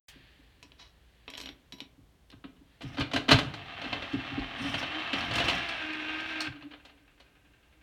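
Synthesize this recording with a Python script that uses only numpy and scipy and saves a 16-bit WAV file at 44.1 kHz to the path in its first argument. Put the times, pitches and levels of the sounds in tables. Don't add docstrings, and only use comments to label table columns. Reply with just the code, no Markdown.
import sys
import numpy as np
from scipy import signal
from scipy.fft import rfft, irfft, next_fast_len
from scipy.io import wavfile
from scipy.ndimage import map_coordinates

SR = 44100
rng = np.random.default_rng(int(sys.argv[2]) if len(sys.argv) > 2 else 0)


def to_wav(s):
    ch = np.atleast_2d(s).T
    pcm = np.round(np.clip(ch, -1, 1) * 32767)
    wavfile.write(sys.argv[1], SR, pcm.astype(np.int16))


N = 344862

# time of the crest in seconds, level in dB, T60 in seconds.
HISS_CRESTS = [(.09, -57.5, 2.13), (1.35, -66.5, 2.2), (2.75, -68, .8)]
# start in seconds, cabinet level in dB, table level in dB.
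SOFT_BLOWS = [(0.155, -49.5, -58), (0.388, -54, -70), (0.645, -53, -63), (1.495, -44, -55),
              (1.727, -42, -59), (1.81, -44, -58), (1.977, -49.5, -51), (2.327, -44.5, -49),
              (2.442, -37, -55), (2.609, -47.5, -57), (2.831, -33.5, -32.5), (2.983, -24.5, -24.5),
              (3.135, -24, -30.5), (3.285, -25, -38), (3.309, -18, -16), (3.368, -32, -34),
              (3.855, -33, -55), (4.133, -18.5, -30), (4.316, -32.5, -35), (4.374, -23.5, -40),
              (5.127, -27, -59), (6.465, -47, -37.5)]
# start in seconds, then click, brightness and ring in dB.
COIN_HITS = [(0.6277, -42, 10, -44), (0.719, -46.5, -10, -55), (1.279, -34, -27, -36),
             (1.302, -37, 14, -48), (1.337, -34.5, -5, -40.5), (1.352, -35.5, -7, -45),
             (1.374, -42, 15, -54), (1.378, -34, 12, -34.5), (1.4022, -34, 10, -41),
             (1.413, -37, 16, -39.5), (1.4356, -39, -7, -42.5), (1.4585, -31.5, -1, -40.5),
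             (1.472, -37.5, -22, -41), (1.4897, -32.5, -9, -43), (1.723, -35.5, 6, -40.5),
             (1.784, -46, -8, -49), (1.804, -30, -0.5, -40.5), (2.302, -45, 6, -55.5), (2.316, -51, 8, -58)]
# start in seconds, relative level in dB, brightness in dB.
LEVER_HITS = [(2.324, -45, -26), (2.4395, -37.5, -32), (2.562, -57, -27), (2.8076, -36.5, -9),
              (2.817, -35, 6.5), (2.9442, -38.5, 1.5), (2.9703, -30, -5), (2.9813, -24.5, -12),
              (2.9963, -26.5, 8), (3.0063, -20, -9), (3.1133, -29, -5.5), (3.1337, -18.5, 2.5),
              (3.1601, -15, -0.5), (3.2823, -22, -6), (3.2882, -10.5, -2), (3.3075, -11.5, -0.5),
              (3.3125, -4.5, 1.5), (3.3203, -10, 0.5), (3.3857, -15.5, 0.5), (3.5377, -28.5, 0),
              (3.815, -29, -4), (3.8417, -28.5, -11), (3.927, -19.5, -11), (4.0205, -28.5, -6)]
LATCH_FLICKS = [(4.1325, -42.5, 6), (4.392, -37, -14), (5.207, -32.5, -2), (5.337, -31, 4),
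                (5.689, -28.5, 0), (5.931, -38, 0), (6.205, -40, 3)]
PAWL_HITS = [(4.7402, -19, -3), (4.8267, -24, -8), (5.13, -19, -2.5), (5.3091, -22, -3), (5.354, -21.5, 9),
             (5.3802, -18.5, 2.5), (5.3994, -18, -4), (5.44, -24, 2), (5.4817, -16, 4.5),
             (5.4961, -19.5, 2.5)]
BRAKE_HITS = [(6.4054, -21.5, 3), (6.4158, -29, 6)]
LOOSE_HITS = [(6.5572, -45, -15), (6.6224, -40.5, -14), (6.7121, -41.5, -15), (6.734, -37.5, -27),
              (6.8498, -41, 4), (6.8944, -47.5, -15), (7.1149, -60, -8), (7.1993, -44.5, 2)]
# start and length in seconds, then rattle, scrape and rocking in dB.
LEVER_SLIDES = [(2.806, 0.15, -53, -66, -51), (3.827, 0.15, -48, -70, -47),
                (4.572, 0.24, -41.5, -56.5, -42.5), (5.123, 0.23, -46, -58, -43.5),
                (5.334, .21, -37, -51, -42)]
# time in seconds, governor blade rate in Hz.
BLADE_RATE = [(3.4, 180), (3.65, 232), (3.85, 266), (4.45, 274), (4.85, 292), (4.97, 311), (5.08, 326),
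              (5.66, 343), (5.85, 312), (6.02, 308), (6.27, 318), (6.47, 311)]

# frequency in Hz, relative level in dB, T60 in seconds.
SIDE_MODES = [(199, -13, 0.093), (275, 0.5, 0.072)]
TABLE_MODES = [(55, -12.5, .24), (99.6, -3, 0.16), (127.4, -2.5, 0.16)]
CHUTE_MODES = [(630, -13, .2), (990, -13, .15), (1140, -15, .15), (2568, -7, .13), (2965, -6, .12),
               (3182, -11, .48), (3370, -9, .12), (3900, -2, .08), (4160, -6, .12), (4840, -13, .09),
               (5448, -8, .12), (5645, -13, .13), (6783, -21, .08)]
PANEL_MODES = [(262.9, 2.5, 0.11), (295, -3.5, 0.15), (426, -13.5, 0.42)]
DISC_MODES = [(12420, 0, .3), (12540, -1, .3)]

# centre frequency in Hz, bandwidth in Hz, relative level in dB.
PLATE_PEAKS = [(630, 30, -7), (778, 25, -5), (1255, 30, -5), (1590, 50, 3.5), (1803, 28, -2),
               (2133, 20, -1), (2332, 24, -1), (2491, 22, 0), (2580, 22, -2), (2700, 45, -2),
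               (2787, 28, -1)]
FRAME_PEAKS = [(540, 50, -7), (690, 110, -5), (1040, 40, -7), (1250, 80, -6), (1560, 140, -4),
               (2048, 55, -3), (2413, 55, -2), (2660, 50, -4), (2917, 36, 0), (3084, 40, -2),
               (3128, 45, -4), (3445, 40, -6), (3690, 45, -6), (4165, 100, -3), (4522, 60, -3)]
DRUM_PEAKS = [(690, 90, -4), (777, 25, 0), (1160, 70, -4), (1255, 35, -3), (1610, 60, -5), (1803, 35, -4),
              (2140, 25, -4), (2690, 70, -3), (3110, 55, -2)]
LATCH_PEAKS = [(4350, 220, 0), (5150, 220, -2), (5530, 170, -1), (8200, 250, -7), (8870, 220, -4)]
RIM_PEAKS = [(2750, 590, 0)]

# frequency in Hz, relative spectral density in dB.
ROOM_RUMBLE_SPECTRUM = [(20, -18), (58, 1), (93, -12.5), (132, -11.5), (210, -21.5), (2000, -60.5)]
ROOM_TONE_SPECTRUM = [(100, -20), (300, -20), (480, -22), (900, -27.5), (2300, -32), (3400, -32),
                      (4900, -38), (17000, -46)]
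HISS_SPECTRUM = [(600, -15), (1400, -15.5), (1750, -4), (2200, -9), (3200, -7.5), (4600, -14), (5400, -29),
                 (9000, -42.5)]
CLICK_SPECTRUM = [(280, -15), (450, -12.5), (1200, -18.5), (2200, -8), (3900, -1), (4700, -15),
                  (8500, -31.5), (12800, -36), (17000, -61)]
CASTING_SPECTRUM = [(200, -5), (450, -2.5), (1300, -7.5), (3000, -3), (4100, -10), (4700, -9), (8500, -27),
                    (17000, -52)]
CATCH_SPECTRUM = [(120, -19), (280, -7.5), (400, -10.5), (560, -6.5), (1100, -10), (2200, -11), (3100, -9),
                  (4100, -11), (4900, -18), (8000, -31), (17000, -52)]
WHIRR_SPECTRUM = [(150, -30), (280, -4), (360, -8), (500, -11.5), (650, -5.5), (1050, -7), (2000, -3),
                  (2700, -2.5), (3400, -4.5), (4200, -11.5), (5000, -23.5), (7000, -35), (12000, -54)]
FIZZ_SPECTRUM = [(3000, -19.5), (4500, -3), (5500, 9), (6600, -7), (9200, -11), (10300, -15.5),
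                 (17000, -25)]
ROCKING_SPECTRUM = [(25, -20), (80, -1), (140, -4), (210, -9), (275, -1), (380, -21), (700, -58)]
LATCH_SPECTRUM = [(200, -21), (1100, -6.5), (3000, -7), (4300, -5), (5600, -15.5), (6200, -16.5),
                  (9500, -26.5), (10500, -32), (17000, -40)]

# frequency in Hz, T60 in seconds.
ROOM_DECAY = [(100, 0.82), (500, 0.46), (3000, 0.26), (7000, 0.084), (15000, 0.1)]

RELEASE_S, HALT_S = 3.33, 6.475
CRUISE_HZ = 311
TIME, HIT_TIME = np.arange(N) / SR, np.arange(SR // 2) / SR


def amp(db):
    return 10 ** (np.asarray(db) / 20)


def unit(x):
    return x / np.sqrt(np.mean(x ** 2) + 1e-20)


def along(points, hz):
    knots_hz, values = np.transpose(points)
    return np.interp(np.log(hz + 1), np.log(knots_hz + 1), values)


def wobble(per_s):
    knots = rng.standard_normal(int(N * per_s / SR) + 4)
    return map_coordinates(knots, [np.arange(N) * per_s / SR])


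def grit(per_s):
    return unit((rng.random(N) < per_s / SR) * rng.standard_normal(N))


def fade(t, t60):
    return np.exp(-np.log(1000) * t / t60)


def stroke(start, length, rise, t60):
    t = TIME - start
    return np.clip(t / rise, 0, 1) * fade(np.maximum(t - length, 0), t60)


def coloured(x, gain):
    size = 2 * next_fast_len(len(x) // 2 + 4096)
    magnitude = np.maximum(gain(np.fft.rfftfreq(size, 1 / SR)), 1e-6)
    cepstrum = irfft(np.log(magnitude))
    cepstrum[1:size // 2] *= 2
    cepstrum[size // 2 + 1:] = 0
    return irfft(rfft(x, size) * np.exp(rfft(cepstrum)), size)[:len(x)]


def resonances(peaks, hz, lift_db):
    power = sum(amp(db + lift_db) ** 2 / (1 + (2 * (hz - centre) / width) ** 2)
                for centre, width, db in peaks)
    return np.sqrt(1 + power)


def response(spectrum, peaks=(), lift_db=0):
    return lambda hz: amp(along(spectrum, hz)) * resonances(peaks, hz, lift_db)


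def driven(force, spectrum, peaks=(), lift_db=0):
    return unit(coloured(force, response(spectrum, peaks, lift_db)))


def noise(spectrum):
    return driven(rng.standard_normal(N), spectrum)


def noise_band(centre_hz, half_width_hz, order, samples=N):
    band = lambda hz: 1 / (1 + ((hz - centre_hz) / half_width_hz) ** order)
    return unit(coloured(rng.standard_normal(samples), band))


def hardness(hz, bright_db):
    return bright_db / (1 + (5200 / (hz + 1)) ** 6)


def ring(modes, scatter_db):
    return sum(amp(db + scatter_db * rng.standard_normal()) * fade(HIT_TIME, t60)
               * np.sin(2 * np.pi * (hz * HIT_TIME + rng.random())) for hz, db, t60 in modes)


def add(track, start, sound):
    part = track[round(start * SR):][:len(sound)]
    part += sound[:len(part)]


def background():
    hiss = unit(coloured(noise(HISS_SPECTRUM), response([(0, 0)], PLATE_PEAKS, lift_db=-2.5)))
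    swells = sum(amp(db) * fade(np.abs(TIME - crest), t60) for crest, db, t60 in HISS_CRESTS)
    bright = noise([(500, -13), (3300, 2.5), (8000, -6.5), (17000, -15)])
    opening = amp(-49) * stroke(.083, length=0, rise=.001, t60=.15) * bright
    rumble = amp(-62.5 - .5 * TIME) * noise(ROOM_RUMBLE_SPECTRUM)
    return rumble + amp(-68.5) * noise(ROOM_TONE_SPECTRUM) + swells * hiss + opening


def bumps():
    out, t = np.zeros(N), HIT_TIME
    table_lag_s = .012
    for start, cabinet_db, table_db in SOFT_BLOWS:
        for lag, db, modes in ((0, cabinet_db, SIDE_MODES), (table_lag_s, table_db, TABLE_MODES)):
            for hz, mode_db, t60 in modes:
                swell = (1 - np.exp(-t / .007)) ** 2 * fade(t, t60)
                shudder = noise_band(hz, half_width_hz=hz / 2, order=4, samples=len(t))
                vibration = np.sin(2 * np.pi * hz * t) + shudder / 3
                add(out, start + lag, amp(db + mode_db - 3) * swell / swell.max() * vibration)
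    return out


def coin_burst(spectrum, bright_db, t60):
    gain = lambda hz: amp(along(spectrum, hz) + hardness(hz, bright_db))
    return unit(coloured(rng.standard_normal(len(HIT_TIME)), gain)) * fade(HIT_TIME, t60)


def coin():
    out = np.zeros(N)
    free_from_s, free_until_s = 1.29, 1.79
    for start, click_db, bright_db, ring_db in COIN_HITS:
        head_modes = [(hz, db + hardness(hz, bright_db) / 2, t60) for hz, db, t60 in CHUTE_MODES]
        head = ring(head_modes, scatter_db=4)
        disc = (free_from_s < start < free_until_s) * ring(DISC_MODES, scatter_db=4.5)
        knock = ring(PANEL_MODES, scatter_db=5.5) * (1 - np.exp(-HIT_TIME / .0053))
        casting = coin_burst(CASTING_SPECTRUM, bright_db, t60=.15)
        click = coin_burst(CLICK_SPECTRUM, bright_db, t60=.015)
        body = amp(-8) * (head + amp(-25) * disc) + amp(-11.5) * casting + amp(-13) * knock
        add(out, start, amp(click_db) * click + amp(ring_db) * body)
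    return out


def coin_slide():
    slips = rng.standard_normal(N) * amp(2.5 * wobble(210))
    head_peaks = [(hz, 6 / t60, db) for hz, db, t60 in CHUTE_MODES]
    rim_spectrum = [(400, -9), (2400, -6), (4200, -6), (5700, -9), (7000, -22), (17000, -45)]
    scrape = driven(slips, rim_spectrum, head_peaks, lift_db=15)
    return amp(-52) * stroke(.778, length=.048, rise=.026, t60=.24) * scrape


def contacts(hits, gain, peaks, t60, attack, ring_db, tail_db, tail_t60, knock_db):
    out, t = np.zeros(N), HIT_TIME
    rise = 1 - np.exp(-t / attack)
    decay = fade(t, t60) + amp(tail_db) * fade(t, tail_t60)
    modes = [(hz, db, 7 / width) for hz, width, db in peaks]
    for start, db, bright_db in hits:
        burst = rng.standard_normal(len(t)) * rise * decay
        clash = coloured(burst, lambda hz: gain(hz) * amp(hardness(hz, bright_db)))
        clash /= np.sqrt(np.mean(clash[:SR // 125] ** 2))
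        knock = ring(PANEL_MODES, scatter_db=2) * (1 - np.exp(-t / .0054))
        ringing = rise * ring(modes, scatter_db=.5)
        add(out, start, amp(db) * (amp(-10) * clash + amp(ring_db) * ringing + amp(knock_db) * knock))
    return out


def catches():
    frame = response(CATCH_SPECTRUM, FRAME_PEAKS, lift_db=9)
    rims = lambda hz: frame(hz) * resonances(RIM_PEAKS, hz, lift_db=3.5)
    casting = dict(peaks=FRAME_PEAKS, t60=.065, ring_db=-29, tail_db=-16, tail_t60=.36)
    lever = contacts(LEVER_HITS, frame, attack=.0013, knock_db=-13, **casting)
    pawls = contacts(PAWL_HITS, rims, attack=.0018, knock_db=-25.5, **casting)
    loose_parts = contacts(LOOSE_HITS, frame, attack=.0019, knock_db=-17, **casting)
    return lever + pawls + loose_parts


def rattle(force, peaks):
    return driven(force, WHIRR_SPECTRUM, peaks, lift_db=9)


def drone(hz, jitter, flutter_db, octave_db):
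    phase = 2 * np.pi * np.cumsum(hz * (1 + jitter * wobble(40))) / SR
    tone = np.sin(phase) + amp(octave_db) * np.sin(2 * phase)
    return np.sqrt(2) * tone * amp(flutter_db * wobble(35))


def sliding_levers():
    jolts = (.6 * grit(per_s=2500) + rng.standard_normal(N)) * amp(1.5 * wobble(60))
    slips = (.5 * grit(per_s=580) + rng.standard_normal(N)) * amp(3.5 * wobble(70))
    clatter = rattle(jolts, DRUM_PEAKS)
    scrape = driven(slips, FIZZ_SPECTRUM)
    rocking = noise(ROCKING_SPECTRUM)
    out = np.zeros(N)
    for start, length, rattle_db, scrape_db, rock_db in LEVER_SLIDES:
        friction = amp(rattle_db) * clatter + amp(scrape_db) * scrape + amp(rock_db) * rocking
        out += stroke(start, length, rise=.045, t60=.49) * friction
    groan = drone(hz=270, jitter=.03, flutter_db=3.5, octave_db=-19)
    squeak = noise_band(centre_hz=8800, half_width_hz=750, order=4)
    out += amp(-66) * stroke(4.565, length=.19, rise=.04, t60=.19) * squeak
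    out += amp(-34.5) * stroke(4.595, length=.06, rise=.016, t60=.61) * groan
    return out


def gears(blade_hz):
    speed = blade_hz / CRUISE_HZ
    teeth_passed = np.cumsum(blade_hz * (1 + .005 * wobble(40))) / SR
    teeth = unit(np.diff(np.floor(teeth_passed), prepend=0) * amp(2.2 * rng.standard_normal(N)))
    force = lambda: (.35 * teeth + .55 * grit(per_s=800) + .63 * rng.standard_normal(N)) * amp(wobble(50))
    spinning = np.interp(TIME, [5.35, 5.89], [1, 0])
    drums = np.sqrt(spinning) * rattle(force(), DRUM_PEAKS)
    plates = np.sqrt(1 - spinning) * rattle(force(), PLATE_PEAKS)
    whirr = amp(-38) * speed ** 3.24 * (drums + plates)
    ticks = (.5 * grit(per_s=150) + rng.standard_normal(N)) * amp(1.5 * wobble(30))
    fizz = amp(-66) * speed ** 3.2 * driven(ticks, FIZZ_SPECTRUM)
    rocking = amp(-58.5 + 3.5 * spinning) * noise(ROCKING_SPECTRUM)
    return whirr + fizz + rocking


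def governor(blade_hz):
    bandwidth_hz = 10
    nearness = 1 / np.sqrt(1 + (2 * (blade_hz - CRUISE_HZ) / bandwidth_hz) ** 4)
    return amp(-42.5) * nearness * drone(blade_hz, jitter=.005, flutter_db=1, octave_db=-22)


def latch():
    steel = response(LATCH_SPECTRUM, LATCH_PEAKS, lift_db=8)
    return contacts(LATCH_FLICKS + BRAKE_HITS, steel, LATCH_PEAKS, t60=.028, attack=.00037,
                    ring_db=-28, tail_db=-12, tail_t60=.24, knock_db=-27)


def pivot():
    rub = noise_band(centre_hz=780, half_width_hz=22, order=2)
    return amp(-51) * stroke(4.27, length=.19, rise=.039, t60=.16) * rub


def table_thud():
    start, hz = 4.385, 50
    heave = np.sin(2 * np.pi * hz * (TIME - start))
    return amp(-35) * stroke(start, length=.022, rise=.02, t60=.2) * heave


def settling():
    dying = amp(-52.5) * stroke(HALT_S, length=0, rise=.017, t60=1.04)
    lasting = amp(-69) * (TIME > HALT_S)
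    sway_hz, tick_db = 11, 11
    sway_phase = np.cumsum(sway_hz * amp(.96 * wobble(8))) / SR % 1
    ticking = unit(amp(tick_db * np.exp(-3.5 * sway_phase)))
    hum = amp(.5) * drone(hz=294, jitter=.0284, flutter_db=7, octave_db=-26.5)
    plates = rattle(rng.standard_normal(N), PLATE_PEAKS)
    return (dying + lasting) * ticking * plates + (dying + amp(-9.5) * lasting) * hum


def room(x):
    hz, t, bands = signal.stft(rng.standard_normal((2, SR // 2))[0], SR, nperseg=256)
    decay = amp(-60 * t / along(ROOM_DECAY, hz)[:, None])
    _, tail = signal.istft(bands * decay, SR, nperseg=256)
    tail = coloured(tail / np.linalg.norm(tail), response([(250, -4.5), (700, -2)]))
    delayed = np.pad(x, (SR // 200, 0))
    return signal.fftconvolve(delayed, tail)[:N]


def scene():
    running = stroke(RELEASE_S, HALT_S - RELEASE_S, rise=.08, t60=.097)
    blade_hz = np.interp(TIME, *np.transpose(BLADE_RATE))
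    blows = coin() + coin_slide() + catches() + latch() + bumps() + table_thud()
    motion = pivot() + sliding_levers() + running * gears(blade_hz) + settling()
    reverberation = amp(-10) * (room(blows) + room(motion))
    return (blows + motion + reverberation + running * governor(blade_hz) + background())[None]


def record(dry):
    bottom_hz, top_hz = 32, 17200
    fade_in = np.clip((TIME - .081) / .004, 0, 1)
    high_pass = signal.butter(2, bottom_hz, "high", fs=SR, output="sos")
    heard = signal.sosfilt(high_pass, dry * fade_in)
    return irfft(rfft(heard) * (np.fft.rfftfreq(N, 1 / SR) < top_hz), N)


dry = scene()
out = record(dry)
to_wav(out)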